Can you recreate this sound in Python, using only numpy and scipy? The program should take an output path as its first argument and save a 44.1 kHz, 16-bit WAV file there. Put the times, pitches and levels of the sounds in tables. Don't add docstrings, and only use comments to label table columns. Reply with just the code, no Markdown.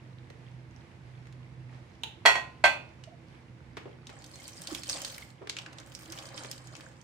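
import sys
import numpy as np
from scipy import signal
from scipy.fft import rfft, irfft
from scipy.io import wavfile
from scipy.ndimage import uniform_filter1d

SR = 44100
rng = np.random.default_rng(int(sys.argv[2]) if len(sys.argv) > 2 else 0)


def pcm_store(signal):
    levels = np.round(np.clip(np.atleast_2d(signal), -1, 1) * 32767)
    wavfile.write(sys.argv[1], SR, levels.astype(np.int16).T)


N = 310023

# [strongest_s, rise_s, fall_s, crackle_db, slosh_db, spray_db]
SPOON_PUSHES = [(4.11, 0.05, 0.3, -61, -55.5, -86), (4.42, 0.32, 0.6, -55, -60.5, -61),
                (4.71, 0.22, 0.2, -50, -53, -53.5), (4.9, 0.07, 0.32, -43, -49, -50),
                (5.13, 0.17, 0.24, -55, -56, -56), (5.589, 0.08, 0.6, -66, -54, -84),
                (5.99, 0.26, 0.2, -61, -59, -59.5), (6.141, 0.1, 0.25, -53, -49, -59),
                (6.419, 0.26, 0.28, -52.5, -51.5, -72), (6.74, 0.25, 0.36, -60, -54, -69)]
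# [frequency_hz, relative_db]
SLOSH_SPECTRUM = [(150, -17.5), (330, 2), (400, -13.5), (540, 0.5), (680, -5), (830, 2.5), (960, -4.5),
                  (1150, -1), (1700, 0), (2600, -7.5), (5000, -44)]
CRACKLE_SPECTRUM = [(900, -4), (2000, -1), (2800, -10), (3150, -2.5), (3550, 2), (4400, 6), (6000, 2),
                    (8200, 12.5), (10000, 0), (15000, -39)]
SPRAY_SPECTRUM = [(6000, 11), (10000, 1.5), (12000, -4), (15500, -0.5), (17000, -35)]
# [pitch_hz, relative_db]
POT_WALL_MODES = [(3115, -11.5), (4840, -24), (5060, -24.5), (7975, -18)]
# [start_s, level_db, pitch_hz, left_over_right_db, top_octave_db]
SHARP_TICKS = [(0.3018, -43, 2040, -4.0, -78), (1.2694, -47.5, 2030, -1, -82),
               (1.3259, -50.5, 3250, -2, -81), (3.038, -39, 2920, -5.5, -80), (4.0694, -36, 3770, 0, -68),
               (4.2423, -39, 4140, 0, -63), (4.4792, -34, 8650, -2.5, -54), (4.618, -33.5, 8940, 0, -54),
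               (4.672, -26.5, 4800, -2, -54), (4.7485, -25.5, 3340, -5, -47), (4.834, -30, 4430, -2, -57),
               (4.8964, -18.5, 5060, -2, -47), (5.0179, -29, 7570, -4, -49), (5.048, -24.5, 4270, -3, -54),
               (5.1804, -34.5, 2250, 0, -50.5), (5.4961, -21.5, 4060, 1, -58), (5.5672, -26, 2560, -1, -68),
               (5.5866, -27, 2820, -3, -62), (5.662, -32.5, 1590, -1, -77), (5.785, -35.5, 3630, -3, -71),
               (5.95, -31.5, 5600, -6.5, -67), (6.122, -31.5, 6060, -1, -51.5),
               (6.1873, -31, 3230, -2.0, -73), (6.3774, -31, 3200, -9, -73), (6.4468, -35.5, 2380, -2, -71),
               (6.5134, -28, 5140, 0, -47), (6.7524, -35.5, 2570, 6, -73)]
# [start_s, relative_db, dull_above_hz, t60_s]
POT_KNOCKS = [(0.3046, -44.5, 500, 0.018), (3.7693, -32, 2230, 0.073), (3.8559, -38, 546, 0.13),
              (4.093, -42, 2180, 0.065), (5.4171, -42.5, 750, 0.19), (5.4726, -35, 2980, 0.034),
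              (5.4978, -31, 3500, 0.015), (6.446, -37.5, 1500, .04)]
# [start_s, level_db, first_pitch_hz, last_pitch_hz, length_s]
AIR_POCKETS = [(3.072, -45, 662, 630, 0.019), (3.112, -52.5, 756, 636, 0.043),
               (4.395, -50.5, 2120, 2160, 0.018), (4.59, -49, 161, 171, 0.027),
               (4.716, -32.5, 378, 252, 0.022), (5.223, -42.5, 2090, 2200, 0.0089),
               (5.409, -44, 430, 314, 0.019), (6.076, -46, 305, 355, 0.059),
               (6.864, -43.5, 1510, 1730, 0.0044)]
# [frequency_hz, relative_db]
FIZZ_SPECTRUM = [(200, -6), (500, 2), (900, 4.5), (1300, -1.5), (2100, 1), (3000, -6.5), (4000, -10),
                 (4900, -12), (7000, -18), (10000, -23.5), (16000, -46)]
# [start_s, thud_db, ring_db, flatness (0 on edge, 1 flat), treble_db]
OBJECT_CONTACTS = [(2.2528, -14, -27, 0.6, -12), (2.2575, -10, -15, 0.24, 3.5),
                   (2.2616, -12.5, -48, 0.2, 8), (2.2815, -24, -32, 0.2, 11), (2.3543, -20, -32.5, 0.2, -3),
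                   (2.6399, -9, -17, 0.96, -3.5), (2.6532, -23.5, -35, 1, 9.5),
                   (2.6603, -24.5, -32, 0.8, 11)]
# [frequency_hz, relative_db]
THUD_SPECTRUM = [(100, -30), (400, -12), (490, -13), (580, -1.5), (850, -0.5), (1250, -4.5), (1700, -7),
                 (2050, -5.5), (2700, -8), (3750, -19.5), (4400, -10), (5100, -29), (5600, -22),
                 (8500, -27), (15000, -51)]
# [pitch_hz, struck_on_edge_db, struck_flat_db, t60_s]
OBJECT_MODES = [(556, -9.5, -10, 0.13), (602, -16, -9.5, 0.17), (711, -23, 0.5, 0.12),
                (833, -12.5, -30, 0.39), (928, -13.5, -19, 0.26), (1034, -9.5, -34, 0.5),
                (1104, -12, -16, 0.16), (1257, -17.5, -25, 0.27), (1450, -15, -20, 0.51),
                (1560, -4, 3.5, 0.21), (1720, -22, -19, 0.13), (1898, 6.5, -12.5, 0.28),
                (1958, -1, -13.5, 0.21), (2016, -3.5, -1.5, 0.22), (2170, -23, -0.5, 0.14),
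                (2470, -19, -6, 0.37), (2576, -7.5, -10, 0.39), (2710, -24, -14.5, 0.35),
                (2860, -15.5, -24.5, 0.36), (3250, -3, -9.5, 0.2), (3310, -3, -14, 0.21),
                (3473, -20, -18.5, 0.36), (4080, -17, -17, 0.19), (4345, -11.5, -33, 0.27),
                (4500, -15, -13, 0.19), (5500, -11.5, -29, 0.26), (5560, -13.5, -19, 0.17),
                (6500, -20.5, -27.5, 0.26), (6785, -16, -36.5, 0.21), (7275, -16, -40, .25),
                (9660, -28.5, -43, 0.28), (13600, -36.5, -44, 0.25)]
# [frequency_hz, relative_db]
OVERTONE_SPECTRUM = [(3400, -22.5), (4400, -17.5), (5100, -46.5), (5700, -28), (8400, -30), (9200, -38),
                     (13800, -40)]
# [start_s, relative_db]
UTENSIL_CONTACTS = [(2.0345, -22.5)]
# [frequency_hz, relative_db]
UTENSIL_SPECTRUM = [(300, -15), (700, -15.5), (880, 6), (1050, -20.5), (2200, -14.5), (2950, 1),
                    (3300, -3.5), (3950, 1), (4300, -16), (5800, -26), (6550, -11), (7200, -23),
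                    (10500, -28), (15500, -38)]
# [start_s, length_s, level_db]
HUM_SWELLS = [(0.0, 0.36, -53.5), (0.374, 0.36, -46), (1.105, 0.54, -47.5), (1.51, 0.36, -46.5),
              (6.5, 0.33, -53.5)]
# [frequency_hz, relative_db]
RUMBLE_SPECTRUM = [(25, -29.5), (42, -34), (62, 1), (80, -3.5), (98, 0.5), (160, 0), (205, -9.5), (250, -4),
                   (285, -12.5), (335, -4), (385, -17), (480, -13.5), (700, -27.5), (1500, -64.5)]
# [frequency_hz, t60_s]
KITCHEN_DECAY = [(250, 0.53), (800, 0.23), (2200, 0.38), (6000, 0.21), (14000, 0.27)]


def stirring():
    clumping = from_db(1.3 * drift(rate_hz=34))
    crackle_gain, slosh_gain, spray_gain = spoon_pushes() * clumping
    slosh = grains(low_hz=280, high_hz=3500, cycles=14, spread_db=3, count=2800)
    crackle = grains(low_hz=1500, high_hz=11000, cycles=11, spread_db=3.6, count=3000)
    squelch = grains(low_hz=2000, high_hz=7500, cycles=55, spread_db=3.5, count=600)
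    spray = grains(low_hz=8500, high_hz=16000, cycles=7, spread_db=4, count=1500)
    rubbing = rms_one(coloured(crackle + squelch, CRACKLE_SPECTRUM)) + pot_wall(crackle)
    wet_pasta = (slosh_gain * rms_one(coloured(slosh, SLOSH_SPECTRUM))
                 + crackle_gain * rms_one(rubbing)
                 + spray_gain * rms_one(coloured(spray, SPRAY_SPECTRUM)))
    touches = pasta_touches(activity=crackle_gain + slosh_gain)
    return kitchen(wet_pasta, wet_db=-3, build_s=0.00058) * panned(-1.2) + ticks(touches, wet_db=-9.5)


def spoon_pushes():
    t, power = np.arange(N) / SR, np.zeros((3, N))
    for strongest_s, rise_s, fall_s, *levels_db in SPOON_PUSHES:
        rising, falling = 1 + (t - strongest_s) / rise_s, 1 - (t - strongest_s) / fall_s
        effort = np.clip(np.minimum(rising, falling), 0, 1) ** 1.3
        power += (from_db(levels_db)[:, None] * effort) ** 2
    return np.sqrt(power)


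def pot_wall(crackle, width_hz=39):
    return sum(from_db(db) * rms_one(cut(crackle, [hz - width_hz / 2, hz + width_hz / 2], "band", order=1))
               for hz, db in POT_WALL_MODES)


def pasta_touches(activity, count=48, low_hz=2420, high_hz=7000, spread_db=2):
    when, size, pitch, place = rng.random((count, 4)).T
    share_stirred = np.cumsum(activity) / np.sum(activity)
    at = np.searchsorted(share_stirred, (np.arange(count) + when) / count)
    level_db = -33.5 + 10 * np.log10(activity[at] / activity.max()) + spread_db * (2 * size - 1)
    pitch_hz = low_hz * (high_hz / low_hz) ** pitch
    left_db, top_db = 1 - 6 * place, level_db - 30
    return np.column_stack([at / SR, level_db, pitch_hz, left_db, top_db])


def ticks(rows, wet_db, crest_db=22, lead_in_s=0.004, lead_in_db=-22):
    out = np.zeros((2, N))
    for start_s, level_db, hz, left_db, top_db in rows:
        snap = burst(t60_s=0.017, alike=0.33) + from_db(-4.5) * burst(t60_s=0.04, alike=0.12)
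        ring = cut(snap, [hz / 1.06, hz * 1.06], "band", order=1)
        tick = cut(snap, [hz / 1.53, hz * 1.94], "band", order=1) + from_db(4.5) * ring
        tick = cut(cut(tick, 8300, "low", order=4), 720, "high")
        tick = from_db(level_db - crest_db) * rms_one(tick)
        top = cut(burst(t60_s=0.018, alike=0.25), [7500, 14000], "band")
        top = from_db(top_db - 10.5) * rms_one(top)
        add(out, start_s - lead_in_s * rng.uniform(0.5, 1), from_db(lead_in_db) * panned(left_db) * tick)
        add(out, start_s, panned(left_db) * (tick + top))
    return kitchen(out, wet_db=wet_db, build_s=0.001)


def pot_knocks():
    out = np.zeros((2, N))
    for start_s, level_db, dull_hz, t60_s in POT_KNOCKS:
        blow = burst(t60_s, alike=0.21, length_s=0.2)
        hollow = from_db(0.5) * cut(blow, [310, 520], "band")
        knock = cut(cut(blow, dull_hz, "low"), 240, "high") + hollow
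        add(out, start_s, from_db(level_db + 5) * knock / np.abs(knock).max())
    return kitchen(out, wet_db=-9, build_s=0.02)


def bubbles():
    out = np.zeros((2, N))
    for start_s, level_db, first_hz, last_hz, length_s in AIR_POCKETS:
        age = seconds(length_s) / length_s
        phase = 2 * np.pi * np.cumsum(first_hz + (last_hz - first_hz) * age) / SR
        add(out, start_s, from_db(level_db) * np.sin(np.pi * age ** 1.04) * np.sin(phase))
    return kitchen(out, wet_db=-10, build_s=0.007) * panned(-7.5)


def simmer():
    fizz = coloured(noise_pair(N, alike=0.061), FIZZ_SPECTRUM) * from_db(-60.5 + 1.1 * drift(rate_hz=12))
    prickle = grains(low_hz=900, high_hz=7000, cycles=12, spread_db=4, count=260)
    prickle = kitchen(cut(prickle, 4000, "low", order=1), wet_db=-8, build_s=0.0027)
    return (fizz + from_db(-71.5) * prickle) * panned(-2.8)


def foam_pops():
    pips = grains(low_hz=1200, high_hz=5000, cycles=40, spread_db=2, count=70)
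    pips = kitchen(cut(pips, 2500, "low", order=1), wet_db=-12, build_s=0.002)
    return from_db(-73) * pips * panned(-2.5)


def clatter():
    thuds, rings, t = np.zeros((2, N)), np.zeros((2, N)), seconds(0.5)
    hz, edge_db, flat_db, t60_s = object_modes().T
    attack = 1 - np.exp(-t / 0.0012)
    modes = np.exp((2j * np.pi * hz - np.log(1000) / t60_s)[:, None] * t) * attack
    phase_offset = np.minimum(hz / 2200, 0.75)
    for start_s, thud_db, ring_db, flatness, treble_db in OBJECT_CONTACTS:
        thud = burst(t60_s=0.036, alike=0.94)
        shelf = (from_db(treble_db) - 1) * cut(thud, 2500, "high", order=1)
        add(thuds, start_s, from_db(thud_db) * (thud + shelf))
        strength = from_db(ring_db + edge_db + flatness * (flat_db - edge_db))
        phase = 2 * np.pi * rng.random(len(hz))
        phase = phase + phase_offset * rng.choice([-1, 1], len(hz)) * [[1], [-1]]
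        add(rings, start_s, ((strength * np.exp(1j * phase)) @ modes).real)
    sound = from_db(-3) * kitchen(coloured(thuds, THUD_SPECTRUM), wet_db=-3, build_s=0.004) + rings
    treble = cut(sound + 1e-18, 930, "high", order=1)
    return (sound - treble) * panned(3) + treble * panned(-5.5)


def object_modes(weak_count=42, weak_t60_s=0.27):
    hz = np.linspace(3700, 13800, weak_count) + rng.uniform(-70, 70, weak_count)
    edge_db = at_hz(OVERTONE_SPECTRUM, hz) + 3.34 * rng.standard_normal(weak_count)
    weak_modes = np.column_stack([hz, edge_db, edge_db - 6, np.full(weak_count, weak_t60_s)])
    return np.vstack([OBJECT_MODES, weak_modes])


def clink():
    out = np.zeros((2, N))
    for start_s, level_db in UTENSIL_CONTACTS:
        add(out, start_s, from_db(level_db - 2.5) * burst(t60_s=0.033, alike=0.19))
    return kitchen(coloured(out, UTENSIL_SPECTRUM), wet_db=-6, build_s=0.004) * panned(-4.5)


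def hob(hum_hz=125.6, settle_start_s=3.65, settle_length_s=1.0):
    t = np.arange(N) / SR
    settled_db = -2 * np.clip((t - settle_start_s) / settle_length_s, 0, 1)
    swells = sum(from_db(db) * np.sin(np.pi * np.clip((t - start_s) / length_s, 0, 1))
                 for start_s, length_s, db in HUM_SWELLS)
    level = from_db(-55 + settled_db + 2.2 * drift(rate_hz=6)) + swells
    phase = 2 * np.pi * np.cumsum(hum_hz + 1.34 * drift(rate_hz=12)) / SR
    hum = level * from_db(1.2 * drift(rate_hz=9.1)) * np.sin(phase)
    rumble = from_db(-53.5 + settled_db) * coloured(noise_pair(N, alike=0.94), RUMBLE_SPECTRUM)
    return (hum + rumble) * panned(-5)


def kitchen(x, wet_db, build_s):
    t, edges_hz = seconds(0.45), np.geomspace(60, 18000, 8)
    mid, side = rng.standard_normal((2, len(t)))
    noise = mid + cut(side, 390, "high", order=1) * [[1], [-1]]
    noise = np.hstack([evened(part, width_hz=60) for part in np.array_split(noise, 15, axis=1)])
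    tail = np.zeros_like(noise)
    for low_hz, high_hz in zip(edges_hz, edges_hz[1:]):
        t60_s = at_hz(KITCHEN_DECAY, np.sqrt(low_hz * high_hz))
        tail += cut(noise, [low_hz, high_hz], "band", order=1) * from_db(-60 * t / t60_s)
    tail = rms_one(tail * (1 - np.exp(-t / build_s))) / np.sqrt(len(t))
    return x + from_db(wet_db) * signal.fftconvolve(x, tail, axes=1)[:, :N]


def grains(low_hz, high_hz, cycles, spread_db, count):
    when, pitch, damping, size, place = rng.random((5, count, 1))
    t = seconds(0.011)
    hz = low_hz * (high_hz / low_hz) ** pitch
    t60_s = np.minimum(cycles * 4 ** (damping - 0.5) / hz, 0.018)
    strength = from_db(-spread_db * np.log(size + 0.02)) / np.sqrt(t60_s)
    phase = 2 * np.pi * hz * t * (1 + 0.018 * t / t60_s)
    pops = strength * from_db(-60 * t / t60_s) * np.sin(phase)
    at = (when * (N - 2 * len(t))).astype(int) + np.arange(len(t))
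    left_lag = (18 * place).astype(int)
    return rms_one(np.array([np.bincount((at + lag).ravel(), pops.ravel(), N) for lag in (left_lag, 0)]))


def burst(t60_s, alike, length_s=0.12):
    t = seconds(length_s)
    fade = from_db(-60 * t / t60_s)
    noise = evened(noise_pair(len(t), alike) * np.sqrt(fade), width_hz=153) * np.sqrt(fade)
    return rms_one(noise) * np.sqrt(np.mean(fade ** 2))


def noise_pair(count, alike):
    mid, side = rng.standard_normal((2, count))
    return (np.sqrt(1 + alike) * mid + np.sqrt(1 - alike) * side * [[1], [-1]]) / np.sqrt(2)


def drift(rate_hz):
    knots = rng.standard_normal(1000)
    return np.interp(np.arange(N) / SR * rate_hz, np.arange(len(knots)), knots)


def evened(x, width_hz):
    spectrum = rfft(x)
    power = uniform_filter1d(np.abs(spectrum) ** 2, max(1, int(width_hz * x.shape[-1] / SR)))
    return rms_one(irfft(spectrum / np.sqrt(power + 1e-20), x.shape[-1]))


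def coloured(x, spectrum, size=8192):
    gain = rms_one(from_db(at_hz(spectrum, np.fft.rfftfreq(size, 1 / SR))))
    cepstrum = irfft(np.log(gain))[:size // 2]
    cepstrum[0] /= 2
    response = irfft(np.exp(rfft(2 * cepstrum, size)))[:size // 2]
    return signal.fftconvolve(x, response[None], axes=1)[:, :x.shape[1]]


def cut(x, hz, kind, order=2):
    return signal.sosfilt(signal.butter(order, np.clip(hz, 10, 0.45 * SR), kind, fs=SR, output="sos"), x)


def at_hz(table, hz):
    table_hz, values = np.transpose(table)
    return np.interp(np.log(np.maximum(hz, 1)), np.log(table_hz), values)


def panned(left_db):
    return from_db(np.array([[left_db], [-left_db]]) / 2)


def add(out, start_s, sound):
    i = int(start_s * SR)
    out[:, i:i + sound.shape[-1]] += sound[..., :N - i]


def seconds(length_s):
    return np.arange(int(length_s * SR)) / SR


def from_db(db):
    return 10 ** (np.asarray(db) / 20)


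def rms_one(x):
    return x / np.sqrt(np.mean(x ** 2) + 1e-20)


def scene():
    pot = hob() + simmer() + foam_pops() + bubbles()
    contacts = pot_knocks() + ticks(SHARP_TICKS, wet_db=-8)
    return pot + contacts + stirring() + clatter() + clink()


def record(dry, ceiling=1.1, cutoff_hz=16000):
    rounded = ceiling * np.tanh(dry / ceiling)
    return signal.sosfilt(signal.ellip(10, 0.3, 80, cutoff_hz, fs=SR, output="sos"), rounded)


dry = scene()
out = record(dry)
pcm_store(out)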